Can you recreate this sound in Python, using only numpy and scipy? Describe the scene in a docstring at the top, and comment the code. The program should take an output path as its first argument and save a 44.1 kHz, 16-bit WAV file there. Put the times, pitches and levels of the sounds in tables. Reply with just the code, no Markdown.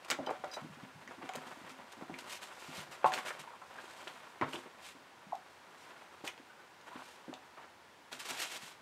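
"""Kittens chase and wrestle on a carpet in a small furnished room, heard from a couple of metres.
A steady ventilation hush of coloured noise lies under fur and claws rubbing, made of random fibre flicks.
From the start, damped resonances thud on the floor and knock on boxes and cat furniture, and claws snap free
in noise bursts; early on, struck modes of a small metal thing jingle and light steps run.
The hardest knocks come at about 3 s, and a hollow, falling blip of a swept sine at 5.3 s."""
import sys
import numpy as np
from scipy import signal
from scipy.fft import rfft, irfft, next_fast_len
from scipy.io import wavfile
from scipy.ndimage import uniform_filter1d

SR = 44100
rng = np.random.default_rng(int(sys.argv[2]) if len(sys.argv) > 2 else 0)


def inscribe(sig):
    """Save sig as 16-bit PCM at rate SR to the path in sys.argv[1].

    A 1-D sig is mono; a 2-D sig holds one channel per row.
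    Samples are clipped to [-1, 1] before scaling.
    """
    pcm = np.round(np.clip(np.atleast_2d(sig).T, -1, 1) * 32767)
    wavfile.write(sys.argv[1], SR, pcm.astype(np.int16))


N = 388521
SIZE = 16384  # samples in one event with its room response
AGE = np.arange(SIZE) / SR  # s since the event began
FREQS = np.fft.rfftfreq(SIZE, 1 / SR)  # Hz
TIME = np.arange(N) / SR  # s


def undb(db):
    """Level: an amplitude gain is ten to the power of its decibels over twenty."""
    return 10 ** (np.asarray(db) / 20)


def unit(x):
    """Normalization: scale a signal to an rms of 1."""
    return x / np.sqrt(np.mean(x ** 2))


def add(track, s, sound, peak_db):
    """Superposition: mix a sound in at time s, its peak taken as twice the rms of its loudest 4 ms."""
    start = int(s * SR)
    peak = 2 * np.sqrt(uniform_filter1d(sound ** 2, size=176).max())
    scaled = sound * undb(peak_db) / peak
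    track[start:start + len(sound)] += scaled[:N - start]


def gains(points, freqs):
    """Spectral envelope: gain at each frequency, with dB interpolated over log frequency."""
    hz, db = np.transpose(points)
    return undb(np.interp(np.log(freqs + 1), np.log(hz), db))


def colour(x, points):
    """Linear filtering: shape a long signal by a spectral envelope, then set its rms to 1."""
    size = next_fast_len(N)
    spectrum = rfft(x, size) * gains(points, np.fft.rfftfreq(size, 1 / SR))
    return unit(irfft(spectrum, size)[:N])


def resonance(hz, q):
    """Damped oscillator: low-pass and band-pass responses of a mass on a spring."""
    s, q = 1j * FREQS / hz, max(q, .4)
    low = 1 / (s * s + s / q + 1)
    return low, low * s / q


# Resonances of the room and its furniture. Each row: frequency in Hz, width in Hz,
# relative level in dB.
FURNISHED_ROOM_MODES = [(150, 11, 14), (260.4, 9.5, 14), (348, 8.3, 9), (497, 70, -6), (596, 51, 9),
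                        (750, 5.7, 17), (880, 400, 1), (930, 38, -12), (1095, 19, 13), (1344, 120, 12)]
ROOM_RING = sum(undb(db) * resonance(hz, hz / width)[1] for hz, width, db in FURNISHED_ROOM_MODES)


def room(wet_db, t60=.23, gap_s=0.0013, near_db=4, mode_db=0, damp_hz=9000):
    """Reverberation: direct sound, then a flurry off nearby furniture and a dulled tail in the room's modes."""
    late = np.maximum(AGE - gap_s, 0)
    flurry = undb(near_db) * np.exp(-late / .011)
    decay = np.exp(-np.log(1000) * late / t60)  # falls 60 dB in t60 seconds
    tail = rng.standard_normal(SIZE) * (late > 0) * (flurry + decay)
    tail_spectrum = rfft(tail / np.sqrt(np.sum(tail ** 2)))
    modes = 1 + undb(mode_db) * ROOM_RING
    damping = 1 + 1j * FREQS / damp_hz
    return 1 + undb(wet_db) * modes * tail_spectrum / damping


# Colour of the ventilation hush. Each row: frequency in Hz, relative level in dB.
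HUSH_COLOUR = [(25, -5), (55, -29), (78, -5), (110, -11), (150, -8), (300, -5.5), (600, -5.5), (950, -0.5),
               (1200, -6), (1500, -4.5), (2500, -10.5), (5000, -17.5), (9000, -25), (15500, -33.5)]


def hush(level_db=-59.5):
    """Stationary broadband noise: the steady air noise of the room."""
    return colour(rng.standard_normal(N), HUSH_COLOUR) * undb(level_db)


# A short blip that swells twice. Each row: time in seconds, pitch in Hz,
# level in dB before the room is added.
BLIP_GLIDE = [(5.322, 1020, -55), (5.324, 975, -32), (5.328, 870, -47), (5.332, 746, -26),
              (5.336, 690, -39), (5.340, 680, -53)]


def blip(wet_db=-8.5, mode_db=-15):
    """Frequency modulation: one nearly pure tone slides down and stops short, with little room."""
    s, hz, db = np.transpose(BLIP_GLIDE)
    phase = 2 * np.pi * np.cumsum(np.interp(TIME, s, hz)) / SR
    swell = np.interp(TIME, s, undb(db), left=0, right=0)
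    tone = np.sin(phase) * swell
    return signal.fftconvolve(tone, irfft(room(wet_db, gap_s=.011, mode_db=mode_db)))[:N]


# Modes of the small metal thing. Each row: frequency in Hz, relative level in dB,
# time to decay by 60 dB in seconds.
METAL_MODES = [(3060, 0, .065), (3930, 0, .055), (4860, 0, .05), (5010, -7, .04), (5920, -7, .04),
               (6070, -7, .05), (8250, -8, .03)]
# Shakes of the metal thing. Each row: start in seconds, peak level in dB before the trim,
# pitch struck hardest in Hz, time constant of the rattle in seconds.
METAL_SHAKES = [(0.2637, -35, 3200, 0.0055), (0.2645, -45, 4940, 0.002), (0.513, -41, 4750, 0.016),
                (0.534, -42.5, 4900, .008), (0.536, -40, 5850, 0.009), (0.541, -36, 3930, 0.0041),
                (0.554, -45, 6100, .006)]


def jingles(contact_q=6, grit_db=-21, wet_db=-9, trim_db=-3):
    """Modal excitation: a brief gritty rattle wakes the metal's damped modes, most those near its pitch."""
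    out = np.zeros(N)
    ring = 0
    for hz, db, t60 in METAL_MODES:
        q = np.pi * hz * t60 / np.log(1000)
        ring = ring + undb(db) * resonance(hz, q)[1]
    for s, db, hz, rattle_s in METAL_SHAKES:
        grit = rng.standard_normal(SIZE) * np.exp(-AGE / rattle_s)
        rattle = rfft(grit) * resonance(hz, contact_q)[1]
        add(out, s, irfft(rattle * (ring + undb(grit_db)) * room(wet_db)), db + trim_db)
    return out


def walk(rate):
    """Random modulation: levels held for 1 / rate seconds, then slewed; rms 1."""
    size = int(SR / rate)
    held = np.repeat(rng.standard_normal(N // size + 1), size)
    return unit(uniform_filter1d(held, size)[:N])


def fibres(per_s, spread_db, grip_db, grip_rate):
    """Stick-slip friction: fibres flick free one by one, their strength uneven as the grip varies."""
    flicks = (rng.random(N) < per_s / SR) * rng.standard_normal(N)
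    sizes_db = spread_db * np.minimum(rng.exponential(size=N), 4)
    return flicks * undb(sizes_db + grip_db * walk(grip_rate))


# Colour of the plucked pile. Each row: frequency in Hz, relative level in dB.
PLUCK_COLOUR = [(150, -10), (800, 0), (2400, 9.5), (4500, -10), (8000, -8.5), (11000, -22), (16000, -35)]


def scratches(hiss, per_s=45, scratch_db=-10, spread_db=3):
    """Impulsive excitation: single loops of pile pluck off the claws, sparse ticks that follow the hiss."""
    sizes_db = spread_db * np.minimum(rng.exponential(size=N), 2)
    plucks = (rng.random(N) < per_s / SR) * undb(sizes_db)
    tear = rng.standard_normal(SIZE) * np.exp(-AGE / 0.0011)
    ticks = colour(signal.fftconvolve(plucks, tear)[:N], PLUCK_COLOUR)
    return undb(scratch_db) * np.sqrt(hiss) * ticks  # hiss is a power


# Quick swipes of a paw through the pile. Each row: start in seconds, length in seconds,
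# rub level in dB before the trim, hiss of the claws over the rub in dB.
PAW_SWIPES = [(0.045, 0.024, -52.5, 1.5), (0.078, 0.067, -47.5, -5), (0.3, 0.044, -57, 4.5),
              (0.523, 0.1, -54.5, 2.5), (0.561, 0.083, -48, -23), (1.108, 0.05, -50, -14),
              (1.214, 0.075, -46, -18), (1.345, 0.095, -44, -27), (1.452, 0.17, -52.5, -3),
              (1.686, 0.072, -50.5, -2), (1.917, 0.033, -57, 5.5), (2.18, 0.063, -56, 9),
              (2.405, 0.18, -50, -1), (2.908, 0.08, -46, -2.5), (3.049, 0.097, -49, 2),
              (3.113, 0.14, -36, -7.5), (3.137, 0.04, -40, -1), (3.177, 0.045, -45, 1),
              (3.246, 0.12, -44.5, 1), (3.3, 0.041, -51, -14), (3.387, 0.067, -53, 3),
              (4.073, 0.068, -45.5, -12), (4.409, 0.088, -35.5, -26), (4.516, 0.15, -47, -3.5),
              (6.236, 0.1, -46, -5), (6.261, 0.044, -46.5, 1.5), (8.112, 0.11, -46.5, 0),
              (8.187, 0.1, -51.5, 6.5), (8.245, 0.099, -46, 0.5)]


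def swipes(trim_db=-1, rise=0.14, decay=0.35):
    """Transient friction: a swipe starts suddenly and dies away, in shares of its length."""
    for s, length, db, claw_db in PAW_SWIPES:
        age = AGE / max(length, .01)
        onset = np.minimum(age / rise, 1)
        fade = np.exp(-np.maximum(age - rise, 0) / decay)
        yield s, undb(db + trim_db) * onset * fade, claw_db


# Drags and scratching strokes over the carpet. Each row: middle in seconds, half its span in seconds,
# rub level in dB before the trim, hiss over the rub in dB.
SWELLING_STROKES = [(2.33, 0.08, -54, 8.5), (2.673, 0.2, -56.5, 2.5), (2.786, 0.084, -50.5, 2),
                    (3.494, 0.065, -61, -28), (3.793, 0.09, -51.5, -29), (3.963, 0.47, -62.5, 2.5),
                    (4.515, 0.075, -60.5, 2), (4.869, 0.082, -62, 11.5), (5.83, 0.12, -66.5, 4.5),
                    (6.602, 0.058, -56.5, -24), (6.882, 0.027, -51.5, -9), (6.96, 0.11, -53.5, -10.5),
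                    (7.082, 0.16, -68, 9), (7.61, 0.1, -53.5, -19), (8.301, 0.032, -45, 4),
                    (8.388, 0.21, -51, 5), (8.42, 0.056, -48.5, 9), (8.542, 0.069, -51.5, 6.5),
                    (8.656, 0.13, -59.5, 7.5)]


def swelling_strokes(trim_db=-1):
    """Sliding friction: a drag or scratching stroke is a rub that swells and sinks smoothly."""
    for s, half_span, db, claw_db in SWELLING_STROKES:
        swell = np.hanning(2 * int(half_span * SR))
        yield s - half_span, undb(db + trim_db) * swell, claw_db


# How hard the kittens tussle. Each row: time in seconds, level of rubbing fur in dB
# before the trim and the fidgeting.
TUSSLE_EFFORT = [(0, -58), (0.35, -55.5), (0.9, -58.5), (1.4, -54), (1.8, -56.5), (2.1, -54.5),
                 (2.55, -57.5), (3.0, -54.5), (3.2, -51), (3.58, -59), (4.1, -55), (4.6, -60), (5.15, -64),
                 (6.05, -58), (6.7, -69), (7.2, -59), (7.9, -75), (8.81, -66)]
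# Colours of the rubbing fur and the hissing pile. Each row: frequency in Hz, relative level in dB.
RUB_COLOUR = [(40, -33), (90, -14), (150, -6), (300, -1), (600, 4.5), (800, 4), (960, 7.5), (1200, 4),
              (1500, 4), (1800, 0.5), (2200, -2), (3500, -9.5), (6000, -29), (14000, -54)]
HISS_COLOUR = [(80, -29), (400, -12), (1200, -0.5), (2600, 5), (4000, 2), (5500, -2), (8000, -2.5),
               (10500, -9), (13500, -12.5), (16000, -30)]


def scuffle(tussle_db=-1, fidget_db=1.3, fidget_rate=25, pile_db=-10.5):
    """Friction noise: fur rubs dully and pile hisses, fitfully in the tussle and more with every stroke."""
    effort_db = np.interp(TIME, *np.transpose(TUSSLE_EFFORT)) + tussle_db
    rub = undb(effort_db + fidget_db * walk(fidget_rate)) ** 2  # powers, so that strokes add
    hiss = rub * undb(pile_db) ** 2
    for s, strength, claw_db in [*swipes(), *swelling_strokes()]:
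        start = int(s * SR)
        power = strength[:N - start] ** 2
        rub[start:start + len(power)] += power
        hiss[start:start + len(power)] += power * undb(claw_db) ** 2
    fur = colour(fibres(per_s=4000, spread_db=0.5, grip_db=2.5, grip_rate=70), RUB_COLOUR)
    pile = colour(fibres(per_s=9000, spread_db=0.4, grip_db=1.4, grip_rate=110), HISS_COLOUR)
    dull, bright = np.sqrt(rub) * fur, np.sqrt(hiss) * pile
    response = irfft(room(-8.5, t60=0.42, mode_db=-31.0))
    return signal.fftconvolve(dull + bright + scratches(hiss), response)[:N]


# Colour of a claw's snap. Each row: frequency in Hz, relative level in dB.
SNAP_COLOUR = [(100, 3), (500, 16.5), (1300, 7), (2200, 6.5), (3400, 1.5), (4300, -4), (6800, -1),
               (9500, -7), (16000, -6)]
# Claws catching and snapping free. Each row: start in seconds, peak level in dB before the trim,
# pitch in Hz, resonance Q (raised to 0.4 if lower).
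CLAW_SNAPS = [(0.1016, -19.5, 4400, 0.86), (0.107, -21.5, 6000, 1.3), (0.1136, -19, 3020, 0.72),
              (0.1275, -25.5, 1800, .5), (0.4432, -37.5, 2920, 1), (1.076, -37, 2780, 0.69),
              (1.291, -32, 2770, 0.32), (1.336, -35, 4000, 0.35), (1.354, -35.5, 5000, 0.5),
              (1.3592, -34.5, 7000, 1.4), (2.1406, -34, 2410, 2.8), (2.188, -39, 3500, 0.94),
              (3.0441, -29, 2440, 1.7), (3.072, -39, 2760, 4), (3.12, -27, 2260, 1),
              (3.137, -23, 3920, 2.6), (3.142, -29.5, 5170, 0.9), (3.177, -28, 2200, 2.1),
              (3.258, -46, 4750, 3.3), (3.282, -29, 1900, 4.8), (3.305, -28, 1790, 7),
              (4.0725, -36, 2420, 2.4), (4.077, -33, 3430, 5.9), (4.4125, -26.5, 2100, 2.4),
              (4.5327, -30.5, 3000, 5.5), (4.557, -34, 3370, 11), (5.353, -46.5, 5000, .8),
              (6.2761, -25.5, 2840, 2.7), (6.278, -33.5, 6700, 2), (6.3775, -44, 3450, 1.4),
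              (6.812, -50, 4000, .8), (7.3386, -36, 3080, 2.2), (8.128, -33, 3500, 0.45),
              (8.308, -29.5, 3500, 0.58), (8.565, -42, 5000, .5)]


def snaps(tear_s=0.00065, reach=2.8, wet_db=-2, mode_db=-10, trim_db=-2):
    """Sudden release: a claw tears free in a millisecond or two, its treble reaching a few times its pitch."""
    out = np.zeros(N)
    for s, db, hz, q in CLAW_SNAPS:
        tear = rfft(rng.standard_normal(SIZE) * AGE * np.exp(-AGE / tear_s))
        treble_limit = resonance(reach * hz, np.sqrt(.5))[0]
        tone = resonance(hz, q)[1] * treble_limit * gains(SNAP_COLOUR, FREQS)
        add(out, s, irfft(tear * tone * room(wet_db, mode_db=mode_db)), db + trim_db)
    return out


# Bumps against boxes, posts and toys. Each row: start in seconds, peak level in dB before the trim,
# pitch in Hz, resonance Q, level of the room in dB.
HOLLOW_BUMPS = [(0.114, -32, 620, 1.1, 0), (0.188, -29, 624, 2.3, -1), (0.271, -27, 666, 1.1, -0.5),
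                (0.293, -23.5, 710, 0.87, -0.5), (0.310, -21.5, 680, 1.3, -9), (0.439, -27, 766, 1.1, -1.5),
                (0.569, -33.5, 820, 1.1, 5), (1.11, -37, 950, 0.6, -9), (1.214, -41, 860, 1.6, 2),
                (1.292, -31.5, 735, 2, -1), (1.351, -35, 580, 2, -1.5), (1.695, -45, 980, 0.53, 7),
                (1.789, -41, 800, 1.2, -6), (2.012, -37.5, 715, 0.73, -6), (2.024, -37.5, 890, 1, -2.5),
                (2.096, -35.5, 760, 2.5, -9), (3.044, -10.5, 820, 1.34, -3.5), (3.058, -15, 986, 4.4, -3.5),
                (3.136, -32, 900, 3.1, -6), (3.178, -33, 850, 1.5, -12), (3.44, -40, 1110, 1.7, -9),
                (3.475, -38.5, 930, 6.8, -4), (3.505, -43, 1010, 3, 2), (3.537, -40, 970, 3.3, -4),
                (3.617, -39.5, 1050, 2.2, 3), (3.782, -40.5, 1630, 18, -10), (4.0725, -36, 1050, 0.46, -8),
                (4.4125, -26, 970, 3.1, -3.5), (4.422, -22.5, 1080, 0.93, -2), (4.552, -35.5, 960, 0.89, 2),
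                (6.241, -39.5, 790, 2.1, 0), (6.497, -47, 1515, 10, 2), (6.592, -49, 1480, 7.8, 1),
                (6.915, -41.5, 970, 5.2, 2), (6.992, -39, 990, 1.5, -5), (7.329, -34, 820, 1.5, -6),
                (7.586, -43, 940, 2.7, 1)]


def knocks(mode_db=-4, trim_db=-1, edge_db=-20, edge_hz=2400, edge_q=3.1, thin_hz=260):
    """Impact on a damped hollow body too small to radiate bass; the stiff contact adds a short, higher clack."""
    out = np.zeros(N)
    edge = undb(edge_db) * resonance(edge_hz, edge_q)[0]
    thin = 1j * FREQS / (thin_hz + 1j * FREQS)  # weak radiation of bass
    for s, db, hz, q, wet_db in HOLLOW_BUMPS:
        low, band = resonance(hz, q)
        add(out, s, irfft(band * (low - edge) * thin * room(wet_db, mode_db=mode_db)), db + trim_db)
    return out


def patter(start_s=0.3, end_s=2.3, step_db=-51, spread_db=2, step_hz=230, spread_octaves=0.37,
           wet_db=-1, count=16):
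    """Quasi-periodic impacts: light, uneven running steps in the chase, as rows like the landings."""
    beats, gap = np.linspace(start_s, end_s, count, retstep=True)
    steps = []
    for s, (late, weight, pitch) in zip(beats, rng.standard_normal((count, 3))):
        hz = step_hz * 2 ** (spread_octaves * pitch)
        steps.append((s + gap * np.tanh(late) / 2, step_db + spread_db * weight, hz, wet_db))
    return steps


# Landings of paws and bodies on carpet, from heavy thuds to very faint ones. Each row: start in seconds,
# peak level in dB, pitch in Hz, level of the room in dB.
LANDINGS = [(0.118, -40, 283, -1), (0.19, -33.5, 290, 0), (0.617, -42, 189, 3), (0.645, -36, 273, 0.5),
            (0.697, -45, 181, -1), (0.828, -38.5, 210, 2), (0.947, -47, 170, 2), (1.09, -45, 305, -8),
            (1.181, -44, 282, -2), (1.231, -42, 283, -1), (1.369, -41.5, 254, 3.5), (1.466, -49, 250, 0),
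            (1.571, -45.5, 292, -5), (1.614, -45, 280, -7), (1.79, -49, 240, -5), (1.976, -49, 300, 1),
            (2.022, -36, 287, -5), (2.096, -36, 323, 1.5), (2.118, -39, 230, -2), (2.683, -42, 267, 5),
            (2.778, -43, 170, -1.5), (2.886, -48.5, 226, 10), (3.044, -45, 133, 10), (3.395, -51, 200, 3),
            (3.771, -58, 380, 2), (3.839, -48.5, 384, -2), (4.066, -49, 336, -3), (4.412, -27, 368, -1.5),
            (4.424, -34, 140, -5.5), (4.477, -42, 330, 4), (4.542, -34, 356, 3), (4.659, -44.5, 450, 2),
            (4.95, -50, 273, 1), (5.267, -46, 222, -1), (6.239, -36.5, 340, -3), (6.398, -46, 346, -2),
            (6.957, -37.5, 295, -6), (7.281, -35, 354, 0), (8.127, -46, 320, 4), (8.305, -50, 250, 5),
            (8.629, -49, 190, -3)]


def thuds(q=1.63, mode_db=-8):
    """Soft impact: a slow push into the padded floor gives one or two low cycles and no treble."""
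    out = np.zeros(N)
    for s, db, hz, wet_db in [*LANDINGS, *patter()]:
        low, band = resonance(hz, q)
        add(out, s, irfft(band * low * room(wet_db, mode_db=mode_db)), db)
    return out


def scene():
    """Superposition: all sources add, and everything reaches both channels alike."""
    mono = hush() + blip() + jingles() + scuffle() + snaps() + knocks() + thuds()
    return np.array([mono, mono])


def record(dry, low_cut_hz=72, top_hz=15600):
    """Band limiting: a high-pass cuts the deep bass and a steep low-pass the top."""
    thin = signal.sosfilt(signal.butter(3, low_cut_hz, "highpass", fs=SR, output="sos"), dry)
    return signal.sosfilt(signal.ellip(8, .2, 70, top_hz, fs=SR, output="sos"), thin)


dry = scene()
out = record(dry)
inscribe(out)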